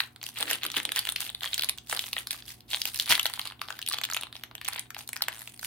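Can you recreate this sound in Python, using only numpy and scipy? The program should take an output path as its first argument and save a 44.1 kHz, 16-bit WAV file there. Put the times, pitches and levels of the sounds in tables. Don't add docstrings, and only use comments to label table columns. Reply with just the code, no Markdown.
import sys
import numpy as np
from scipy import signal
from scipy.fft import rfft, irfft, next_fast_len
from scipy.io import wavfile
from scipy.ndimage import uniform_filter1d, map_coordinates

SR = 44100
rng = np.random.default_rng(int(sys.argv[2]) if len(sys.argv) > 2 else 0)


def dump(signal):
    limited = np.clip(np.atleast_2d(signal).T, -1, 1)
    pcm = np.round(limited * 32767).astype(np.int16)
    wavfile.write(sys.argv[1], SR, pcm)


def linear_from_db(decibels):
    return 10 ** (np.asarray(decibels, float) / 20)


N = 249606

# t/s, ring level/dB, body re ring/dB, edge re ring/dB
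GRIPPING = [(0.0034, -6.5, -13, -19), (0.0359, -26.5, -14.5, -14), (0.161, -32, -14.5, -11),
            (0.2144, -28.5, -18, -23), (0.2289, -26, -12, -4), (0.2391, -22.5, -22, -8),
            (0.2647, -20.5, -32, -6.5), (0.3861, -31, -10, 6), (0.4119, -26, -3.5, -9),
            (0.427, -9.5, -16, -14.5), (0.478, -28, -4, -30), (0.4941, -28, -7, -6), (0.5028, -17, -21, -4),
            (0.5108, -22.5, 0.5, 5), (0.5316, -13, -39, -7.5), (0.633, -13.5, -18, -13),
            (0.651, -21, -5.5, -3.5), (0.664, -14.5, -31, -10), (0.7165, -22, -33, -6),
            (0.742, -23, -9, -28), (0.7656, -14.5, -18, -15), (0.8003, -16.5, -13, -12),
            (0.852, -11, -18.5, -10), (0.8908, -19, -11.5, -16), (0.9189, -13.5, -17, -9.5),
            (0.9608, -13, -17, -4), (0.9703, -19, -5, -11), (0.9835, -15, -25, -22),
            (0.991, -19.5, -12, 4.5)]
TURNING = [(1.052, -18.5, -18, -6), (1.0714, -18, -14, -15), (1.0894, -10, -19, -11),
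           (1.1216, -37.5, -3.5, 13.5), (1.161, -11.5, -23.5, -16), (1.2045, -19, -19, -4),
           (1.265, -24.5, -18, -12), (1.293, -19.5, -28, -33), (1.348, -16.5, -26.5, -17),
           (1.4078, -24.5, -24, -13.5), (1.4194, -31.5, -3, -14), (1.4331, -16.5, -20.5, -14),
           (1.4426, -20.5, -5.5, -11), (1.4587, -18, -13, -29), (1.475, -21, -28, -28),
           (1.532, -14, -35, -26), (1.5422, -14, -47, -5), (1.594, -11, -20.5, -15),
           (1.6218, -13.5, -36, -9.5), (1.6345, -11.5, -17.5, -11.5), (1.6886, -13, -31, -11),
           (1.6942, -10.5, -21.5, -4.5), (1.7762, -44.5, -1, 8.5), (1.784, -23.5, -26, -12)]
PINCHING = [(1.8971, -33, -2, 9.5), (1.926, -18, -2, -8), (1.9726, -17, -13, -32),
            (1.9924, -10, -53, -12.5), (2.0396, -21.5, -14.5, -29), (2.1305, -13, -23, -12),
            (2.166, -18, -8, -29), (2.1811, -16, -26, -27), (2.271, -35.5, -1.5, 11),
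            (2.3081, -13, -21, -9.5), (2.315, -25, -33, 1), (2.423, -30, -20, -24),
            (2.4798, -28.5, -34, -18), (2.606, -35.5, -45, -8), (2.713, -20.5, -47, -17),
            (2.7323, -13.5, -15, -41), (2.738, -16.5, -44, -15), (2.7451, -9.5, -18, -23),
            (2.817, -10.5, -51, -8.5), (2.854, -12.5, -19, -6.5), (2.944, -36, -32, 12),
            (2.959, -25, -24, 1), (2.9746, -36, -33, 7.5), (2.989, -40.5, -26, 13), (2.998, -6, -32, -12)]
TEARING = [(3.0588, -22, -25, -6.5), (3.0764, -22, -11, -18), (3.0974, -15, -10, -3), (3.107, -12, -6, -12),
           (3.1166, -5.5, -21, -31), (3.1238, -7.5, -18, -10), (3.1272, -11, -11, -18),
           (3.1526, -7.5, -22, -11.5), (3.1951, -9, -19, -10.5), (3.23, -43.5, -4, 21.5),
           (3.2558, -8, -12.5, -13.5), (3.264, -12.5, -42, -7.5), (3.3368, -16.5, -18, -10),
           (3.394, -14, -27, -12.5), (3.4148, -19, -34, -15), (3.454, -24, -11.5, -6.5),
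           (3.473, -19, -28, -8), (3.521, -30.5, -10, -17), (3.6154, -16.5, -6.5, -14.5),
           (3.6853, -25, -7, -26), (3.704, -24.5, 0, -7.5), (3.7903, -24, -10, -7), (3.816, -24, -24, -9.5),
           (3.826, -20, -45, -15), (3.8631, -20.5, -45, -8), (3.8754, -16, -41, -15),
           (3.887, -23.5, -13.5, 6.5)]
PEELING = [(3.913, -23, -4, -27), (3.923, -19, -40, -9), (3.93, -17.5, -26, -6.5),
           (3.9367, -14.5, -14.5, -18), (3.9427, -15.5, -14.5, -12), (3.985, -17.5, -12.5, -11),
           (4.014, -23.5, -6, -4.5), (4.0365, -13, -25, -13.5), (4.0406, -13.5, -19.5, -12),
           (4.051, -17.5, -19, -9), (4.088, -33, -3, -13), (4.1, -23, -6, -5), (4.113, -32, -30, 7),
           (4.124, -26, -0.5, -8), (4.146, -15.5, -19, -9.5), (4.166, -15.5, -7.5, -7.5),
           (4.1716, -14.5, -23, -22), (4.2108, -31, -11, 3.5), (4.2339, -18, -12, -12),
           (4.2684, -33, -6, -20), (4.327, -25.5, -16.5, -15), (4.3536, -27, -13, -16),
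           (4.3648, -27.5, -21, -16), (4.4362, -22.5, -11.5, -8.5), (4.5122, -36.5, -2, -20),
           (4.5522, -23.5, -16, -7.5), (4.6137, -26.5, -7.5, -11)]
PICKING = [(4.651, -22, -26, -12), (4.6791, -18, -15, -10), (4.6848, -28, 2, 10.5), (4.7316, -31, -5.5, 2),
           (4.748, -37, -20, 4), (4.7596, -23.5, -7, -24), (4.764, -35, -22, 2), (4.794, -23.5, -38, 1.5),
           (4.9046, -27.5, -7, -6), (4.946, -24, -21, -12), (4.9652, -27.5, -3, -33),
           (4.9826, -37.5, -18, 1.5), (4.989, -37.5, -3.5, 5), (5.0762, -44.5, -18, 14),
           (5.09, -26.5, -11, 0), (5.1311, -21, -16, -3.5), (5.1646, -20, -10.5, -9),
           (5.2073, -37.5, 6, -12), (5.221, -8, -19, -8), (5.238, -21, -32, -21), (5.2831, -15, -5.5, -6.5),
           (5.321, -30, -11, -10), (5.475, -25.5, -17.5, -10), (5.5932, -42.5, -2.5, 10.5),
           (5.629, -32, 1, -5), (5.6463, -25, -10.5, -27)]
RING_PITCH_HZ = [1910, 3500, 4050, 4360, 2703, 4550, 2920, 3940, 3940, 3170, 4030, 2920, 2940, 2770, 3250,
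                 3300, 1600, 3780, 3530, 3570, 3200, 1930, 3960, 1930, 3380, 3240, 1730, 3200, 3160, 3040,
                 2680, 3450, 3280, 3400, 3350, 3250, 3570, 3470, 3340, 3730, 3500, 3530, 3340, 4440, 3700,
                 3600, 3270, 3730, 3790, 2950, 4640, 3420, 3660, 3100, 990, 3620, 3350, 3280, 3320, 1650,
                 3160, 2980, 4600, 2520, 4240, 3220, 3680, 4200, 3600, 3140, 3600, 4130, 2760, 4220, 4160,
                 4130, 4100, 3000, 4440, 3400, 3570, 3770, 4230, 2310, 2900, 3700, 3170, 3290, 4060, 3080,
                 4500, 4160, 4180, 3570, 3430, 3060, 1220, 4140, 1340, 1740, 3000, 2860, 3040, 3360, 3670,
                 1170, 3830, 4470, 4010, 3270, 4030, 4160, 3930, 3600, 2980, 1740, 1320, 4450, 1230, 3200,
                 1650, 2520, 3340, 3190, 3750, 3830, 3470, 3730, 3000, 1510, 2990, 3270, 3360, 3430, 2520,
                 4060, 3680, 3290, 2860, 3600, 1360, 2170, 900, 4010, 3900, 3790, 3510, 2200, 2150, 1420,
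                 4010, 3190, 2030, 3340, 2670, 3900, 1460, 3180]
# low f/Hz, high f/Hz, t60/s
FILM_RANGES = [
    (700, 1774, 0.0095),
    (2430, 4710, 0.0063),
    (5250, 16250, .0115),
]
# start t/s, end t/s, slip rate/Hz
SEAM_CREAK = (5.3288, 5.434, 113)
PRICKS_S = [5.4935, 5.521, 5.5388, 5.542, 5.563, 5.576]
# full-pressure t/s, hold/s, rustle level/dB, edge re rustle/dB
SQUEEZES = [(0, 0.0059, -41.5, 7.5), (0.264, 0.019, -48.5, 5), (0.394, .16, -35, -6.5),
            (0.642, 0.0079, -34, -29), (0.763, 0.013, -30.5, -8), (0.967, .01, -33, -2),
            (1.065, 0.0073, -35.5, -7), (1.207, 0.051, -39.5, 1.5), (1.434, 0.2, -39.5, -4.5),
            (1.914, 0.16, -41.5, 4), (2.172, 0.0082, -35.5, 2), (2.33, 0.004, -36, 0),
            (2.467, 0.038, -47, 6), (2.759, 0.039, -43.5, 12), (2.842, .18, -42.5, 1.5),
            (3.123, 0.0097, -25, -1.5), (3.206, 0.26, -44, -3), (3.632, 0.13, -50, -3),
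            (3.926, 0.045, -46, -20), (4.373, 0.009, -48.5, -4.5), (4.658, .13, -38.5, -17),
            (5.002, 0.0043, -46, 1.5), (5.219, 0.11, -50.5, -30), (5.384, 0.11, -56.5, 11.5),
            (5.65, 0.015, -42, 8.5)]
# start t/s, end t/s, start level/dB, end level/dB, edge re ring/dB
RIPS = [
    (2.681, 2.733, -62.5, -35, 0.5),
    (3.101, 3.129, -27, -34, -0.5),
]
# t/s, ring level/dB, ring f/Hz, edge re ring/dB
EARLY_TICKS = [(0.289, -28.5, 3870, -6), (0.377, -27, 3140, -19), (0.4031, -25, 3360, -12),
               (0.408, -23, 3380, -0.5), (0.476, -45, 3250, -19), (0.5493, -25, 3250, -10),
               (0.5548, -23, 3430, -10), (0.605, -55, 3250, -21), (0.6406, -23, 4100, -10),
               (0.7015, -23.5, 3900, -14), (0.7687, -14.5, 3480, -12), (0.7782, -24.5, 1920, -2),
               (0.831, -32, 4070, -3), (0.9778, -21.5, 1570, -30), (1.0985, -36, 3060, 7),
               (1.183, -32, 3210, -18), (1.198, -39, 3700, -16), (1.2014, -37, 4010, -4),
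               (1.222, -31, 2610, -16), (1.2276, -25, 3160, -28), (1.2574, -45.5, 3980, 6.5),
               (1.3006, -27, 3320, -8), (1.453, -24.5, 4800, -6), (1.5792, -19.5, 4310, -6.5),
               (1.61, -33, 3640, 4), (1.645, -18.5, 4070, -4.5), (1.8717, -39, 5150, -9),
               (1.9135, -25.5, 3400, -26), (1.9491, -25, 3230, -6), (1.9641, -20.5, 4200, -19),
               (2.082, -31.5, 3340, -22), (2.1366, -31, 4290, -1), (2.1883, -30, 2440, -1),
               (2.3448, -30, 1420, -19), (2.35, -41, 3420, -2), (2.704, -39, 4130, 3)]
LATE_TICKS = [(2.7702, -25, 3830, -14), (2.797, -37, 3800, -9), (2.8681, -31, 3960, -9),
              (2.8743, -30.5, 3940, 2.5), (3.0021, -38, 3760, 8), (3.0097, -38.5, 4130, 11),
              (3.094, -33, 3800, 10), (3.1103, -20, 2500, -1), (3.1225, -8, 1900, -15),
              (3.0676, -31.5, 2230, -4), (3.1786, -19, 1660, -11), (3.2126, -32, 3620, -1),
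              (3.247, -37, 3400, -2), (3.275, -40, 4030, 4), (3.2818, -40, 2820, -17),
              (3.2986, -26.5, 1700, -8), (3.376, -27, 970, -27), (3.3955, -21, 790, -27),
              (3.4628, -31, 1120, -24), (3.5008, -30, 3420, -33), (3.5099, -29, 950, -25),
              (3.594, -38, 3160, -22), (3.7253, -27.5, 3300, -14), (3.8985, -41, 3260, 13),
              (3.9092, -33, 4090, -4), (3.9692, -32, 2970, -17), (3.9768, -34, 3230, -7),
              (4.135, -29.5, 5400, 7.5), (4.224, -26.5, 3380, -20), (4.5802, -33.5, 3430, -19),
              (4.6477, -31, 3420, -1), (4.715, -38, 1280, -16), (5.0082, -33, 2750, -10),
              (5.1606, -28.5, 1210, -7), (5.1736, -39, 1790, 3), (5.3275, -32, 3020, -16),
              (5.393, -44, 3400, 8), (5.4185, -31, 1680, -9)]
# t/s, hold/s, level/dB, centre f/Hz
TUGS = [
    (.398, 0.15, -48.5, 360),
    (.645, 0.028, -45, 322),
    (.766, 0.01, -39, 306),
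    (.87, 0.037, -51, 340),
    (1.925, 0.009, -42.5, 447),
    (3.095, 0.0094, -40, 90),
    (3.098, 0.025, -39.5, 333),
]
# f/Hz, t60/s
ROOM_T60 = [(200, 0.3), (1000, 0.25), (3000, 0.18), (8000, 0.21), (15000, 0.059)]
# f/Hz, level/dB rms
HUM_LINES = [(120, -60.5), (240, -67.5), (733, -74)]
# t/s, 57 Hz line level/dB, air noise level/dB
MOTOR_DRIFT = [
    (0, -82, -9),
    (.6, -70, -7.5),
    (1, -61.5, -7),
    (3.3, -63.5, -7.5),
    (4, -89, -6.5),
    (5.66, -80, -8.5),
]
# f/Hz, density/dB per Hz
AIR_SPECTRUM = [(15, -28), (40, -18), (55, -4.5), (100, -3), (160, -8.5), (330, -7), (520, -19.5),
                (800, -20), (1050, -22), (3600, -38), (7500, -46), (16000, -30)]
# f/Hz, correlation
AIR_ALIKE = [(60, 0.96), (300, 0.69), (1500, 0.084), (8000, .1)]
# f/Hz, gain/dB
MIC_COLOUR = [(300, -2.5), (1500, 0), (3300, 7.5), (4500, 4.5), (5200, -0.5), (7500, -1), (9000, 3.5),
              (15000, 1)]
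# f/Hz, gain/dB
PORT_LEAN = [(250, -1.5), (1000, 2), (3000, 1.8), (8000, -0.2)]

SNAP_RISE_S = 0.002
PRESS_DB_PER_S, LET_GO_DB_PER_S = 318.5, 254


def along(points, hz):
    f, v = np.transpose(points)
    return np.interp(np.log(hz + 1), np.log(f + 1), v)


def wobble(rate_hz):
    knots = rng.standard_normal(int(N * rate_hz / SR) + 4)
    return map_coordinates(knots, [np.arange(N) * rate_hz / SR])


def filtered(x, response):
    size = next_fast_len(N + 8192)
    return irfft(rfft(x, size) * response(np.fft.rfftfreq(size, 1 / SR)), size)[..., :N]


def causal(gain):
    cep = irfft(np.log(gain + 1e-6))
    cep[1:len(cep) // 2] *= 2
    cep[len(cep) // 2 + 1:] = 0
    return np.exp(rfft(cep))


def buckle(s, levels_db, top_hz, rise_s, alike, lag_s=0.00004):
    size = 512
    start = size // 4
    t, hz = (np.arange(size) - start) / SR, np.fft.rfftfreq(size, 1 / SR) + 1
    g = rng.standard_normal((len(s), 5))
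    burst = rng.standard_normal((2, len(s), size))
    burst[0, :, start] += 5 * np.sign(g[:, 1])
    top, width = top_hz[:, None], 0.32 * top_hz[:, None]
    ring = 1 + 2.43 * 1j * hz * width / (top ** 2 - hz ** 2 + 1j * hz * width)
    ripple = np.cos(hz / 1100 * linear_from_db(2 * g[:, 3:4]) + 6 * g[:, 4:])
    ring *= linear_from_db(5.5 * ripple * (hz > 3500))
    turn = np.arccos(np.clip(alike, 0.01, 1) ** np.minimum(hz / 8000, 1)) / 2
    lag = np.exp(1j * np.pi * hz * lag_s * (1 + 0.85 * g[:, 2:3]))
    rise_db = np.maximum(60 * t / rise_s, -19 + 60 * t / 0.045)
    out = np.zeros((2, len(s), size))
    for k, ((low, high, t60), db) in enumerate(zip(FILM_RANGES, levels_db)):
        spread_db = 2.55 * g[:, 0:1] + 2.5 * g[:, 1:2] * (k > 1)
        fall_db = -60 * t / (t60 * linear_from_db(spread_db))
        shape = linear_from_db(np.minimum(fall_db, rise_db))
        band = ring * causal(1 / np.sqrt((1 + (low / hz) ** 5.75) * (1 + (hz / high) ** 12)))
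        mid, side = rfft(burst * shape) * band * [[np.cos(turn)], [np.sin(turn)]]
        pair = irfft(np.array([(mid + side) * lag, (mid - side) / lag]), size)
        power = uniform_filter1d((pair ** 2).mean(0), size=44, axis=1).max(1)
        out += pair * (linear_from_db(db) / np.sqrt(2 * power))[:, None]
    where = (np.round(s * SR).astype(int)[:, None] + np.arange(size)).ravel()
    return np.array([np.bincount(where, v.ravel(), N + size)[start:][:N] for v in out])


def snaps():
    creases = GRIPPING + TURNING + PINCHING + TEARING + PEELING + PICKING
    s, db, body, edge = np.transpose(creases)
    levels = [db + body + 0.5, db - 9.0, db + edge + 0.5]
    run_s = 0.0005
    return buckle(s + run_s, levels, np.array(RING_PITCH_HZ), rise_s=SNAP_RISE_S, alike=0.39)


def creak():
    start, end, rate_hz = SEAM_CREAK
    s = np.r_[np.arange(start, end, 1 / rate_hz), PRICKS_S]
    db = -47 + 1.5 * rng.standard_normal(len(s)) - 5 * (s > end)
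    levels = [db - 9 * (s > end), db, db + 6.5]
    return buckle(s, levels, 9500 + 0 * s, rise_s=0.00075, alike=0.14)


def rips():
    rows = []
    for (a, b, *rest), count in zip(RIPS, [50, 45]):
        rows.append(np.c_[rng.uniform(a, b, count), np.tile([a, b, *rest], (count, 1))])
    s, start, end, from_db, to_db, edge_db = np.vstack(rows).T
    chance = rng.standard_normal((len(s), 4))
    db = from_db + (to_db - from_db) * (s - start) / (end - start) + 3 * chance[:, 0]
    levels = [db - 13.5 + 3 * chance[:, 1], db, db + edge_db + 3 * chance[:, 2]]
    return buckle(s, levels, 3600 * linear_from_db(2.0 * chance[:, 3]), rise_s=2 * SNAP_RISE_S, alike=0.28)


def ticks():
    s, db, hz, edge = np.transpose(EARLY_TICKS + LATE_TICKS)
    slack = np.log2(2200 / hz)
    body_db = db - 6.0 + 9 * np.minimum(slack, 0)
    ring_db = db - 7.0 - 9 * np.maximum(slack, 0)
    return buckle(s, [body_db, ring_db, db + edge + 3.0], hz, rise_s=SNAP_RISE_S, alike=0.12)


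def pressure(s):
    at, hold, db, edge_db = np.transpose(SQUEEZES)[:, :, None]
    press_db = PRESS_DB_PER_S * np.maximum(at - s, 0)
    let_go_db = LET_GO_DB_PER_S * np.maximum(s - at - hold, 0)
    each_db = db - press_db - let_go_db
    weight = linear_from_db(each_db)
    return each_db.max(0), (each_db - db).max(0), (weight * edge_db).sum(0) / weight.sum(0)


def rustle():
    t = np.arange(N) / SR
    rate = linear_from_db(6 * wobble(40))
    rate *= linear_from_db(0.35 * np.interp(t, t[::64], pressure(t[::64])[1]))
    s = np.sort(np.interp(rng.random(1500), np.cumsum(rate) / rate.sum(), t))
    work_db, _, bright_db = pressure(s)
    chance = rng.standard_normal((len(s), 4))
    db = work_db - 6.5 + 3.52 * np.minimum(rng.exponential(size=len(s)), 3.0)
    body_db = db - 8.5 - 0.12 * bright_db + 4 * chance[:, 0]
    levels = [body_db, db + 0.39 * chance[:, 1], db + bright_db + 3 * chance[:, 2]]
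    top_hz = 3300 * linear_from_db(0.14 * bright_db + 3.6 * chance[:, 3])
    return buckle(s, levels, top_hz, rise_s=2 * SNAP_RISE_S, alike=0.033)


def fizz():
    t = np.arange(N) / SR
    work_db, _, bright_db = pressure(t[::64])
    prickle = rng.standard_normal((2, N)) * linear_from_db(5.1 * wobble(300))
    pair = filtered(prickle, lambda hz: 1 / (1 + (4200 / (hz + 1)) ** 3))
    pair[1] += 0.73 * pair[0]
    return linear_from_db(np.interp(t, t[::64], work_db + 0.5 * bright_db) - 11) * pair


def tugs():
    out, t = np.zeros((2, N + SR)), np.arange(SR // 3) / SR
    hz = np.fft.rfftfreq(len(t), 1 / SR) + 1
    for s, hold, db, centre_hz in TUGS:
        hump = np.exp(-(np.log(hz / centre_hz) / 0.59) ** 2)
        mid, side = irfft(rfft(rng.standard_normal((2, len(t)))) * hump, len(t))
        fade_db = -60 * np.maximum(t - hold, 0) / 0.08
        shape = linear_from_db(db + fade_db) * (1 - np.exp(-t / 0.0024))
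        ports = np.array([2.8 * mid + 0.4 * side, mid - 0.5 * side])
        out[:, round(s * SR):][:, :len(t)] += shape * ports / mid.std() / 2
    return out[:, :N]


def room(x, gap_s, wet_db):
    out, step = np.zeros((2, N + SR)), 8192
    size = SR // 2
    for i in range(0, N, step):
        hz, t, z = signal.stft(rng.standard_normal((2, size)), SR, nperseg=256)
        decay = linear_from_db(-60 * t / along(ROOM_T60, hz)[:, None])
        tail = signal.istft(z * decay, SR, nperseg=256)[1][:, :size]
        tail[1] += 0.16 * (tail[0] - 0.5 * tail[1])
        tail *= 1 - np.exp(-(np.arange(size) / SR / gap_s) ** 2)
        answer = signal.fftconvolve(x[None, i:i + step], tail / np.linalg.norm(tail[0]), axes=1)
        out[:, i:i + answer.shape[1]] += answer
    return linear_from_db(wet_db) * out[:, :N]


def hum():
    t = np.arange(N) / SR
    out = np.zeros(N)
    for hz, db in HUM_LINES:
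        level = np.sqrt(2) * linear_from_db(db + 0.2 * wobble(4.2))
        out += level * np.sin(2 * np.pi * hz * t + 1.24 * wobble(3.68))
    at, line_db, _ = np.transpose(MOTOR_DRIFT)
    motor = linear_from_db(np.interp(t, at, line_db) + 1.3 * wobble(11.0))
    return out + motor * np.sin(2 * np.pi * 57 * t + 0.5 * wobble(8.5))


def air(level_db):
    def mid_side(hz):
        turn = np.arccos(np.clip(along(AIR_ALIKE, hz), -1, 1)) / 2
        return linear_from_db(along(AIR_SPECTRUM, hz)) * [np.cos(turn), np.sin(turn)]

    mid, side = filtered(rng.standard_normal((2, N)), mid_side)
    pair = np.array([mid + side, mid - side])
    at, _, swell_db = np.transpose(MOTOR_DRIFT)
    return linear_from_db(level_db + np.interp(np.arange(N) / SR, at, swell_db)) * pair / pair.std()


def scene():
    film = snaps() + creak() + rips() + ticks() + rustle() + fizz() + tugs()
    direct = film * linear_from_db([[-0.6], [0.6]])
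    return direct + room(film.mean(0), gap_s=0.0026, wet_db=-9) + hum() + air(level_db=-51)


def low_pass(x):
    return signal.sosfilt(signal.butter(12, 17000, fs=SR, output="sos"), x)


def record(dry):
    def microphone(hz):
        gain_db = along(MIC_COLOUR, hz) + along(PORT_LEAN, hz) * [[0.5], [-0.5]]
        return linear_from_db(gain_db) / (1 + (hz / 15870) ** 90)

    rounded = 0.8 * np.tanh(dry / 0.8)
    return low_pass(filtered(rounded, microphone))


dry = scene()
out = record(dry)
dump(out)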